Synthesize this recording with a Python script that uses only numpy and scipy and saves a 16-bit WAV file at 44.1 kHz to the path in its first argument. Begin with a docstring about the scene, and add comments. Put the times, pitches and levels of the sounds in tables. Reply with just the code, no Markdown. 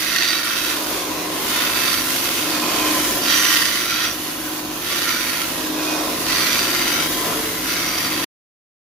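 """In a workshop, close to a pair of microphones, a steel blade is stroked over a grinder's running belt. It
starts with the flat down, screeching and ringing; the tip then makes the machine roar, and so to and fro.
Filtered noise, partly repeated at each turn of the drive wheel, makes the scrape throb 16 times a second.
Resonances ring and squeal; sines hum and drone below. Late on a low note groans; then the sound stops dead."""
import sys
import numpy as np
from scipy import signal
from scipy.fft import rfft, irfft, next_fast_len
from scipy.io import wavfile
from scipy.ndimage import map_coordinates

SR = 44100
rng = np.random.default_rng(int(sys.argv[2]) if len(sys.argv) > 2 else 0)


def log_audio(samples):
    """Write samples as a 16-bit WAV file to the path given in sys.argv[1]."""
    # one column per channel
    frames = np.atleast_2d(samples).T
    # limit to full scale, then quantise
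    limited = np.clip(frames, -1, 1)
    pcm = np.round(limited * 32767).astype(np.int16)
    wavfile.write(sys.argv[1], SR, pcm)


N = 392483
TIME = np.arange(N) / SR  # seconds
SIZE = next_fast_len(N + 4096, real=True)
FREQ = np.fft.rfftfreq(SIZE, 1 / SR)  # Hz

# Scrape of the tip at the belt. Each row: frequency in Hz, relative density in dB per Hz.
TIP_SCRAPE = [(400, -30), (900, -10.5), (1300, 1), (1800, 0), (2250, 0), (3000, 0.5), (4000, 0.5),
              (5000, -1), (6300, -2.5), (7000, -5), (7800, -11.5), (9000, -10.5), (16000, -39.5)]
# Scrape of the flat at the belt. Each row: frequency in Hz, relative density in dB per Hz.
FLAT_SCRAPE = [(400, -29.5), (850, -21), (1150, 0), (1900, 0), (2400, -0.5), (3300, -1.1), (4400, -0.5),
               (5300, -3), (6200, -7), (7100, -11), (7700, -23), (9000, -15.5), (16000, -35)]
# Ringing of the blade lying flat. Each row: frequency in Hz, width in Hz, relative level in dB.
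BLADE = [(1385, 71, -13.5), (1605, 18, -24), (1842, 50, -15.7), (2020, 130, -16), (2285, 25, -23.5),
         (2590, 130, -18.5), (3048, 28, -21.5), (3283, 120, -20.5), (3570, 45, -18.5), (3827, 50, -18.5),
         (4620, 110, -16.2), (5830, 71, -16.5), (6040, 53, -18), (7020, 70, -24), (8430, 40, -20),
         (10040, 40, -24), (11630, 22, -20), (14810, 25, -20.5)]
# Which side the lying blade beams each pitch to. Each row: frequency in Hz, left minus right in dB.
BEAM = [(900, 3.5), (1300, 3), (1800, 0.5), (2250, 2.5), (3300, -1), (4000, -1.5), (4600, -3.5), (5200, -1),
        (6500, -.5), (8000, 6), (9500, -0.5)]
# Where the scrape lies between the microphones. Each row: time in seconds, left minus right in dB.
SCRAPE_SIDE = [(0.0, -6.0), (1.44, -2.0), (1.72, -3.5), (6.08, -4.0), (6.98, 0.0), (8.22, -1.5)]
# The hand bears down on the lying blade. Each row: start in seconds, end in seconds, extra scrape in dB.
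PUSHES = [(-0.04, 0.46, 4.6), (0.43, 0.72, 1.9), (1.53, 1.76, 1.5), (1.73, 2.04, 3.6), (3.26, 3.42, 7.2),
          (3.38, 3.64, 6.3), (3.55, 3.82, 3), (3.9, 4.1, 1.2), (4.84, 5.06, 3.2), (5.0, 5.26, 5.6),
          (6.27, 6.66, 3.7), (7.68, 7.86, 1.3)]
# Hiss of the grit. Each row: frequency in Hz, relative density in dB per Hz.
HISS = [(2000, -29.5), (6000, -8.5), (7200, -8), (7800, -12), (8800, -5), (10000, -.5), (11800, 1.5),
        (13000, 0), (14200, -2), (15500, -2.5)]
# How loud the grit hisses. Each row: time in seconds, level in dB.
HISS_LEVEL = [(0, -26.0), (0.42, -29.5), (0.66, -25.0), (1.3, -31.5), (1.46, -25.0), (2.2, -23.3),
              (2.6, -26.5), (3.1, -22.5), (3.24, -25.5), (3.36, -21.3), (3.46, -23), (3.54, -20.3),
              (3.74, -26.0), (4.24, -29.5), (4.56, -28.0), (4.7, -33.0), (4.92, -26.0), (5.44, -26.3),
              (5.76, -30.0), (6.46, -24.5), (6.98, -26.0), (7.12, -24.5), (7.36, -26.0), (8.22, -27.0)]
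# Lower sizzle of a deep cut. Each row: frequency in Hz, relative density in dB per Hz.
SIZZLE = [(2500, -28), (5200, -2), (6500, 0), (8000, 0), (9000, -3), (12000, -20)]
SIZZLE_DB, SIZZLE_PER_HISS = -42, 2.4  # dB at the average hiss; dB per dB of hiss
RING_PER_SCRAPE, FULL_RING_DB = .2, -21  # dB of ringing per dB of scrape; scrape in dB for full ringing
BLADE_DRIFT = .0012  # share by which its resonances move as the contact slides
PUSH_LEAN = .3  # dB that the scrape leans to the right for each dB of push


def blade(force):
    """Grit tears at the steel; the more of it lies on the belt, the harder it chatters and rings."""
    roar_db, hiss_db = follow(ROAR_LEVEL), follow(HISS_LEVEL)
    push_db = sum(db * swell(start, end) for start, end, db in PUSHES)
    scrape_db = scraping(roar_db, hiss_db, push_db)
    flat = 1 / (1 + np.exp((roar_db + 9.0 - scrape_db) / 1.5))  # 0 on the tip, 1 lying flat

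    bite_db = (.7 + 1.15 * flat) * force + .55 * wander(12)
    bite = amp(bite_db) * (1.5 + 0.33 * grit(per_s=160, spread_db=2.0))
    drive = unit(friction(memory=.85, repeat=0.54) * bite)

    modes = 0
    for hz, width, db in BLADE:
        modes += amp(db + 1.8 * wander(6)) * ring(drive, hz, width, BLADE_DRIFT)
    modes *= amp(RING_PER_SCRAPE * np.minimum(scrape_db - FULL_RING_DB, 0))
    lying = amp(-1.64) * colour(drive, FLAT_SCRAPE) + amp(-1.3) * modes
    lying = irfft(rfft(lying, SIZE) * pan(spectrum(BEAM)), SIZE)[:, :N]
    tip = amp(1.7) * colour(friction(memory=.8, repeat=.4) * bite, TIP_SCRAPE)
    scrape = np.sqrt(flat) * lying + np.sqrt(1 - flat) * tip
    scrape = shifting(scrape, patchy_db=2.1, span_s=.17, span_hz=59.9)
    scrape = amp(scrape_db) * snagging() * scrape

    hiss = colour(rng.standard_normal((2, N)) * bite ** 0.69, HISS)
    hiss = amp(hiss_db) * shifting(hiss, patchy_db=3.0, span_s=.09, span_hz=59.8)
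    sizzle_db = SIZZLE_DB + SIZZLE_PER_HISS * (hiss_db - hiss_db.mean())
    sizzle = amp(sizzle_db) * colour(rng.standard_normal((2, N)) * bite, SIZZLE)
    side_db = follow(SCRAPE_SIDE) - PUSH_LEAN * push_db
    return pan(side_db) * scrape + pan(-.3) * (hiss + sizzle)


# Spans of stronger scrape: the flat on the belt, or, in the light rows, mostly the tip.
# Each row: start in seconds, end in seconds, scrape in dB before the push of the hand.
CONTACTS = [(-0.07, 0.86, -24.8), (1.44, 2.12, -24.5), (2.03, 3.16, -27.3), (3.19, 4.17, -22.5),
            (4.78, 5.54, -26.5), (5.76, 6.02, -30), (6.22, 7.12, -21.8), (7.6, 8.36, -24.5)]
# The tip scrapes all the time, rising with the roar and the hiss (dB at their averages; dB per dB).
TIP_DB, TIP_PER_ROAR, TIP_PER_HISS = -27.0, .36, .6


def scraping(roar_db, hiss_db, push_db):
    """Level of the scrape in dB: the steady tip, plus the spans of stronger scrape."""
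    tip_db = TIP_DB + TIP_PER_ROAR * (roar_db - roar_db.mean())
    tip_db += TIP_PER_HISS * (hiss_db - hiss_db.mean())
    stronger = sum(amp(db) * contact(start, end) for start, end, db in CONTACTS)
    return 20 * np.log10(np.hypot(amp(tip_db), amp(push_db) * stronger))


def contact(start, end):
    """A span of stronger scrape sets in, stays and lets go in straight lines: 0 to 1."""
    rise_s, fall_s = .1, .12  # seconds
    return np.clip(np.minimum((TIME - start) / rise_s, (end - TIME) / fall_s), 0, 1)


# The edge snags on the belt and the blade jumps with a short rasp.
# Each row: start in seconds, peak gain in dB.
SNAGS = [(0.099, 3), (0.161, 6), (0.183, 3.5), (0.222, 7), (0.243, 3.5), (0.285, 6.5), (0.566, 4.5),
         (1.617, 4), (1.770, 3), (1.879, 4), (1.928, 4), (1.940, 4.5), (2.288, 4), (3.282, 4.5), (3.451, 3),
         (3.620, 3), (3.652, 3.5), (3.684, 4), (6.264, 4.5), (6.328, 4), (6.529, 3.5), (6.590, 4),
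         (6.747, 5), (7.983, 4)]
SNAG_S = .002  # seconds from start to peak


def snagging():
    """Gain of the scrape and squeals: 1, with a quick rise and fall at every snag."""
    gain = np.ones(N)
    for start, db in SNAGS:
        near = (TIME > start) & (TIME < start + 10 * SNAG_S)
        age = (TIME[near] - start) / SNAG_S
        gain[near] += (amp(db) - 1) * age ** 2 * np.exp(2 * (1 - age))
    return gain


def chatter(top_hz):
    """The contact force jumps as high spots of the belt pass under the blade."""
    lowpass = signal.butter(2, top_hz, fs=SR, output="sos")
    return unit(signal.sosfilt(lowpass, roughness(memory=0.98, repeat=.55)))


def grit(per_s, spread_db):
    """Gain spikes of a fraction of a millisecond where single coarse grains bite."""
    struck = rng.random(N) < per_s / SR
    bites = struck * amp(spread_db * np.minimum(rng.exponential(1, N), 4))
    return signal.lfilter([1], [1, -np.exp(-1 / (.0004 * SR))], bites)


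def shifting(x, patchy_db, span_s, span_hz):
    """Patches of pitch swell and fade at random: random gain on a grid."""
    z = signal.stft(x, nperseg=2048, noverlap=1536)[2]
    bins, frames = np.indices(z.shape[1:])
    knots = rng.standard_normal((1025, 400))
    place = [bins * SR / 2048 / span_hz, frames * 512 / SR / span_s]
    field = map_coordinates(knots, place, order=1, mode="mirror")
    z = z * amp(patchy_db * unit(field))
    return unit(signal.istft(z, nperseg=2048, noverlap=1536)[1][:, :N])


# One mode catches on the belt and sings.
# Each row: start in seconds, end in seconds, frequency in Hz, width in Hz, level in dB.
SQUEALS = [(0.02, 0.42, 5850, 35, -32), (0.52, 0.72, 5850, 30, -34), (0.03, 0.4, 2620, 90, -31),
           (0.5, 0.75, 2610, 40, -34), (0.14, 0.42, 4580, 110, -27), (0.11, 0.32, 4300, 200, -31.5),
           (0.15, 0.38, 3560, 90, -32), (0.03, 0.42, 1900, 120, -33), (1.78, 2.04, 5860, 30, -34),
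           (1.75, 2.02, 4590, 80, -32), (2.52, 2.98, 2480, 50, -32), (2.5, 3.04, 1028, 45, -30.5),
           (2.68, 3.15, 3070, 25, -34), (3.19, 3.28, 5830, 40, -35), (3.19, 3.42, 4640, 110, -28),
           (3.27, 3.41, 3160, 110, -25.5), (3.35, 3.5, 6045, 45, -23), (3.29, 3.4, 5830, 50, -25),
           (3.44, 3.57, 5880, 80, -26), (3.4, 3.6, 3055, 30, -28), (3.55, 4.03, 5990, 90, -34),
           (3.27, 3.4, 3830, 45, -30), (3.92, 4.08, 3810, 45, -34), (3.91, 4.12, 3270, 70, -32),
           (3.85, 4.1, 2520, 50, -34), (3.91, 4.14, 4680, 60, -34), (4.02, 4.15, 5830, 30, -30),
           (4.87, 5.24, 5960, 170, -33.5), (5.04, 5.24, 1400, 90, -30.5), (5.74, 6.02, 2490, 25, -33.5),
           (6.33, 6.52, 5980, 120, -31), (6.33, 6.43, 4700, 60, -30), (6.5, 6.68, 4700, 55, -28),
           (6.73, 6.95, 4700, 50, -32), (6.8, 7.05, 6030, 30, -34), (7.6, 8.12, 5830, 35, -35),
           (7.7, 8.22, 2080, 90, -36.5), (7.8, 8.2, 4680, 50, -34)]


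def squeals(force):
    """Narrow resonances that swell and fade as the blade slides, and flutter with its chatter."""
    out, flutter = np.zeros((2, N)), amp(1.2 * force) * snagging()
    for start, end, hz, width, db in SQUEALS:
        span = (TIME > start) & (TIME < end)
        level = np.sqrt(np.sin(np.pi * (TIME[span] - start) / (end - start)))
        tone = ring(rng.standard_normal(N)[span], hz, width, BLADE_DRIFT) * flutter[span]
        tone /= np.sqrt(np.average(tone ** 2, weights=level))
        # it reaches the left microphone one sample sooner
        out[:, span] += amp(db) * level * np.array([tone, np.roll(tone, 1)])
    return pan(-3.5) * out


def groan():
    """A low mode sings briefly on one steady pitch, on the last pass of the tip."""
    start, end, hz, db = 7.16, 7.6, 442, -35  # seconds, seconds, Hz, dB
    tone = np.sin(2 * np.pi * hz * TIME + .3 * wander(6))
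    return amp(db) * np.sqrt(2 * swell(start, end)) * tone


# Roar of the machine bed. Each row: frequency in Hz, relative density in dB per Hz.
ROAR = [(100, -30.5), (230, -9), (400, 1), (500, 0), (630, 2.5), (810, -5), (1000, -1.5), (1150, -2.5),
        (1500, -18.5), (4000, -45)]
# Ringing of the bed under the belt. Each row: frequency in Hz, width in Hz, relative level in dB.
BED = [(554, 36, -14.5), (728, 48, -10), (861, 42, -17.5), (977, 25, -14), (1024, 55, -8)]
# How loud the bed roars. Each row: time in seconds, relative level in dB.
ROAR_LEVEL = [(0, -38.5), (0.56, -37.0), (0.84, -31.0), (1.48, -31.0), (1.96, -35.5), (2.88, -27.5),
              (3.3, -31.5), (3.52, -36.0), (5.3, -36.0), (5.94, -28.5), (6.72, -34.0), (7.0, -32),
              (7.14, -33.0), (7.3, -29), (7.54, -35.0), (8.22, -34.0)]
BED_DRIFT = .006  # share by which its resonances move as the contact slides


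def bed(rub, force):
    """The blade presses the belt on the bed, which roars and rings."""
    drive = rub * amp(1.1 * force)
    modes = 0
    for hz, width, db in BED:
        modes += amp(db + 1.8 * wander(2.5)) * ring(drive, hz, width, BED_DRIFT)
    level = amp(follow(ROAR_LEVEL) + .5 * wander(7))
    return pan(0.4) * level * (amp(-1.3) * colour(drive, ROAR) + amp(-2.0) * modes)


# Motor and mains hum. Each row: frequency in Hz, relative level in dB.
HUM = [(46.1, -54), (49.8, -57.5), (92.2, -52), (113.2, -61), (165.7, -47), (190.4, -55.5), (331.6, -50.5)]
# Tones of wheel and belt. Each row: multiple of the wheel's turning rate, relative level in dB.
WHEEL_TONES = [(16, -49), (17, -56), (20, -45.5), (22, -43), (23, -56), (34, -54.5), (45, -56), (63, -48.5),
               (85, -54), (99, -53), (114, -52), (141, -54)]
# The wheel housing booms under the tip. Each row: start in seconds, end in seconds, level in dB.
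BOOMS = [(0.6, 0.88, -33.5), (1.08, 1.43, -33), (2.39, 2.76, -32.5), (2.72, 3.1, -28), (3.06, 3.44, -30.5),
         (3.44, 3.78, -35.5), (4.38, 4.78, -31.5), (5.55, 6.22, -29.5), (6.6, 7.52, -34)]
# Drone of the wheel in its housing. Each row: frequency in Hz, relative density in dB per Hz.
DRONE = [(100, -40), (200, -17), (255, -2), (310, -1), (360, -5), (420, -16.5), (700, -44)]
# Rumble of the frame. Each row: frequency in Hz, relative density in dB per Hz.
RUMBLE = [(20, -32.5), (35, -18), (60, -6.5), (110, -2), (150, -3), (200, -1.5), (260, -2.5), (400, -11.5),
          (900, -51)]
# How loud the frame rumbles. Each row: time in seconds, level in dB.
RUMBLE_LEVEL = [(0, -48), (1.36, -46.5), (1.96, -43), (2.2, -46), (3.16, -42.5), (3.7, -48), (5.24, -45),
                (6.02, -46), (6.3, -41.5), (8.22, -42)]
HOUSING_DB = -40  # middle level of the housing tone between the booms


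def machine(rub):
    """Motor hum, frame rumble, and the tones and drone of the wheel in its housing."""
    turns, roar_db = wheel_turns(), follow(ROAR_LEVEL)
    shake = amp(follow(RUMBLE_LEVEL))
    hum, tones = 0, 0
    for hz, db in HUM:
        phase = 2 * np.pi * (hz * TIME + rng.random()) + 0.29 * wander(5)
        hum += amp(db + 1.6 * wander(2)) * np.sin(phase)
    for multiple, db in WHEEL_TONES:
        phase = 2 * np.pi * (multiple * turns + rng.random()) + 0.7 * wander(4)
        tones += amp(db + 2.8 * wander(2.5)) * np.sin(phase)
    tones *= amp(-.5) * unit(shake) ** .55  # they grow as the frame shakes

    # the 19th multiple meets the resonance of the housing
    housing = np.sin(2 * np.pi * 19 * turns + .25 * wander(5))
    booms = sum(amp(db) * np.sqrt(swell(start, end)) for start, end, db in BOOMS)
    tones += np.hypot(amp(HOUSING_DB + 3 * wander(4)), booms * amp(1.2 * wander(5))) * housing

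    drone = amp(-4.0 + roar_db) * unit(shake) ** .3 * colour(rub, DRONE)
    frame = np.sqrt(2) * hum * unit(shake) ** 0.9 + shake * colour(rub, RUMBLE)
    return pan(1.4) * (frame + np.sqrt(2) * tones + drone)


def wheel_turns():
    """Turns of the drive wheel since the start; it slows a little in the spans of stronger scrape."""
    wheel_hz, sag_hz = 16.195, .025  # turns per second: free, and lost under load
    load = sum(contact(start, end) for start, end, _ in CONTACTS)
    return np.cumsum(wheel_hz - sag_hz * load) / SR


def roughness(memory, repeat):
    """Noise of which a share returns with every turn of the wheel, slowly wearing into a new pattern."""
    memory, repeat = np.clip([memory, repeat], 0, .98)
    per_turn = round(SR / 16.18)  # pattern samples in one turn
    pattern = rng.standard_normal((200, per_turn))
    pattern[1:] *= np.sqrt(1 - memory ** 2)
    pattern = signal.lfilter([1], [1, -memory], pattern, axis=0).ravel()
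    passing = pattern[(wheel_turns() * per_turn).astype(int)]
    return np.sqrt(repeat) * passing + np.sqrt(1 - repeat) * rng.standard_normal(N)


# How alike the two microphones hear the rubbing. Each row: frequency in Hz, likeness from 0 to 1.
LIKENESS = [(60, 0.95), (320, .96), (450, .8), (650, 0.29), (1000, 0.42), (1400, 0.54), (3000, 0.21),
            (6000, 0), (15000, 0.016)]


def friction(memory, repeat):
    """Rubbing noise at two microphones: alike in the bass, unrelated in the treble."""
    left, other = (rfft(roughness(memory, repeat), SIZE) for _ in range(2))
    same = np.clip(spectrum(LIKENESS), -1, 1)
    right = same * left + np.sqrt(1 - same ** 2) * other
    return irfft([left, right], SIZE)[:, :N]


def ring(x, hz, width_hz, drift):
    """One resonance that drifts about its pitch, to rms 1: a one-pole filter turning at that pitch."""
    r = np.exp(-np.pi * width_hz / SR)
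    cycles = np.cumsum(hz * (1 + drift * wander(9)[:x.shape[-1]])) / SR
    turn = np.exp(2j * np.pi * (cycles % 1))
    return unit((turn * signal.lfilter([1 - r], [1, -r], x * turn.conj())).real)


def wander(rate_hz):
    """Slow chance of rms 1, up to about the given rate."""
    knots = rng.standard_normal(4096)
    return unit(np.interp(TIME * 2 * rate_hz, np.arange(len(knots)), knots))


def swell(start, end):
    """A rounded rise and fall, from 0 to 1 and back."""
    return np.maximum(np.sin(np.pi * np.clip((TIME - start) / (end - start), 0, 1)), 0)


def follow(rows):
    """Joins rows of time and value into a curve, sample by sample."""
    return np.interp(TIME, *np.transpose(rows))


def spectrum(points):
    """Joins points on a log-frequency axis."""
    hz, value = np.transpose(points)
    return np.interp(np.log(FREQ + 1), np.log(hz + 1), value)


def colour(x, points):
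    """Filters by a spectrum in dB, to rms 1."""
    return unit(irfft(rfft(x, SIZE) * amp(spectrum(points)), SIZE)[..., :N])


def pan(db):
    """Left and right gains of equal total power, from left minus right in dB."""
    sides = np.array([amp(db / 2), amp(-db / 2)]).reshape(2, -1)
    return sides / np.sqrt(np.mean(sides ** 2, 0))


def amp(db):
    """Decibels to gain."""
    return 10 ** (np.asarray(db) / 20)


def unit(x):
    """Scales to rms 1."""
    return x / np.sqrt(np.mean(x ** 2) + 1e-20)


def scene():
    """All sources, up to the sudden stop."""
    stop_s, fade_s = 8.243, .0015  # seconds: start and time constant of the stop
    rub, force = friction(memory=.88, repeat=0.53), chatter(top_hz=220)
    bed_rub = friction(memory=0.88, repeat=.57)
    left, right = blade(force) + groan() + bed(bed_rub, force) + machine(rub)
    # the left microphone is a little nearer
    sound = np.array([left, np.roll(right, 1)]) + squeals(force)
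    return sound * np.exp(-np.maximum(TIME - stop_s, 0) / fade_s)


def record(dry):
    """The microphone rounds off the highest peaks; then the band limit."""
    edge_hz = 15550
    rounded = dry / (1 + (dry / .9) ** 6) ** (1 / 6)
    lowpass = signal.firwin(511, edge_hz, window=("kaiser", 9), fs=SR)
    return signal.oaconvolve(rounded, lowpass[None], "same", axes=1)


dry = scene()
out = record(dry)
log_audio(out)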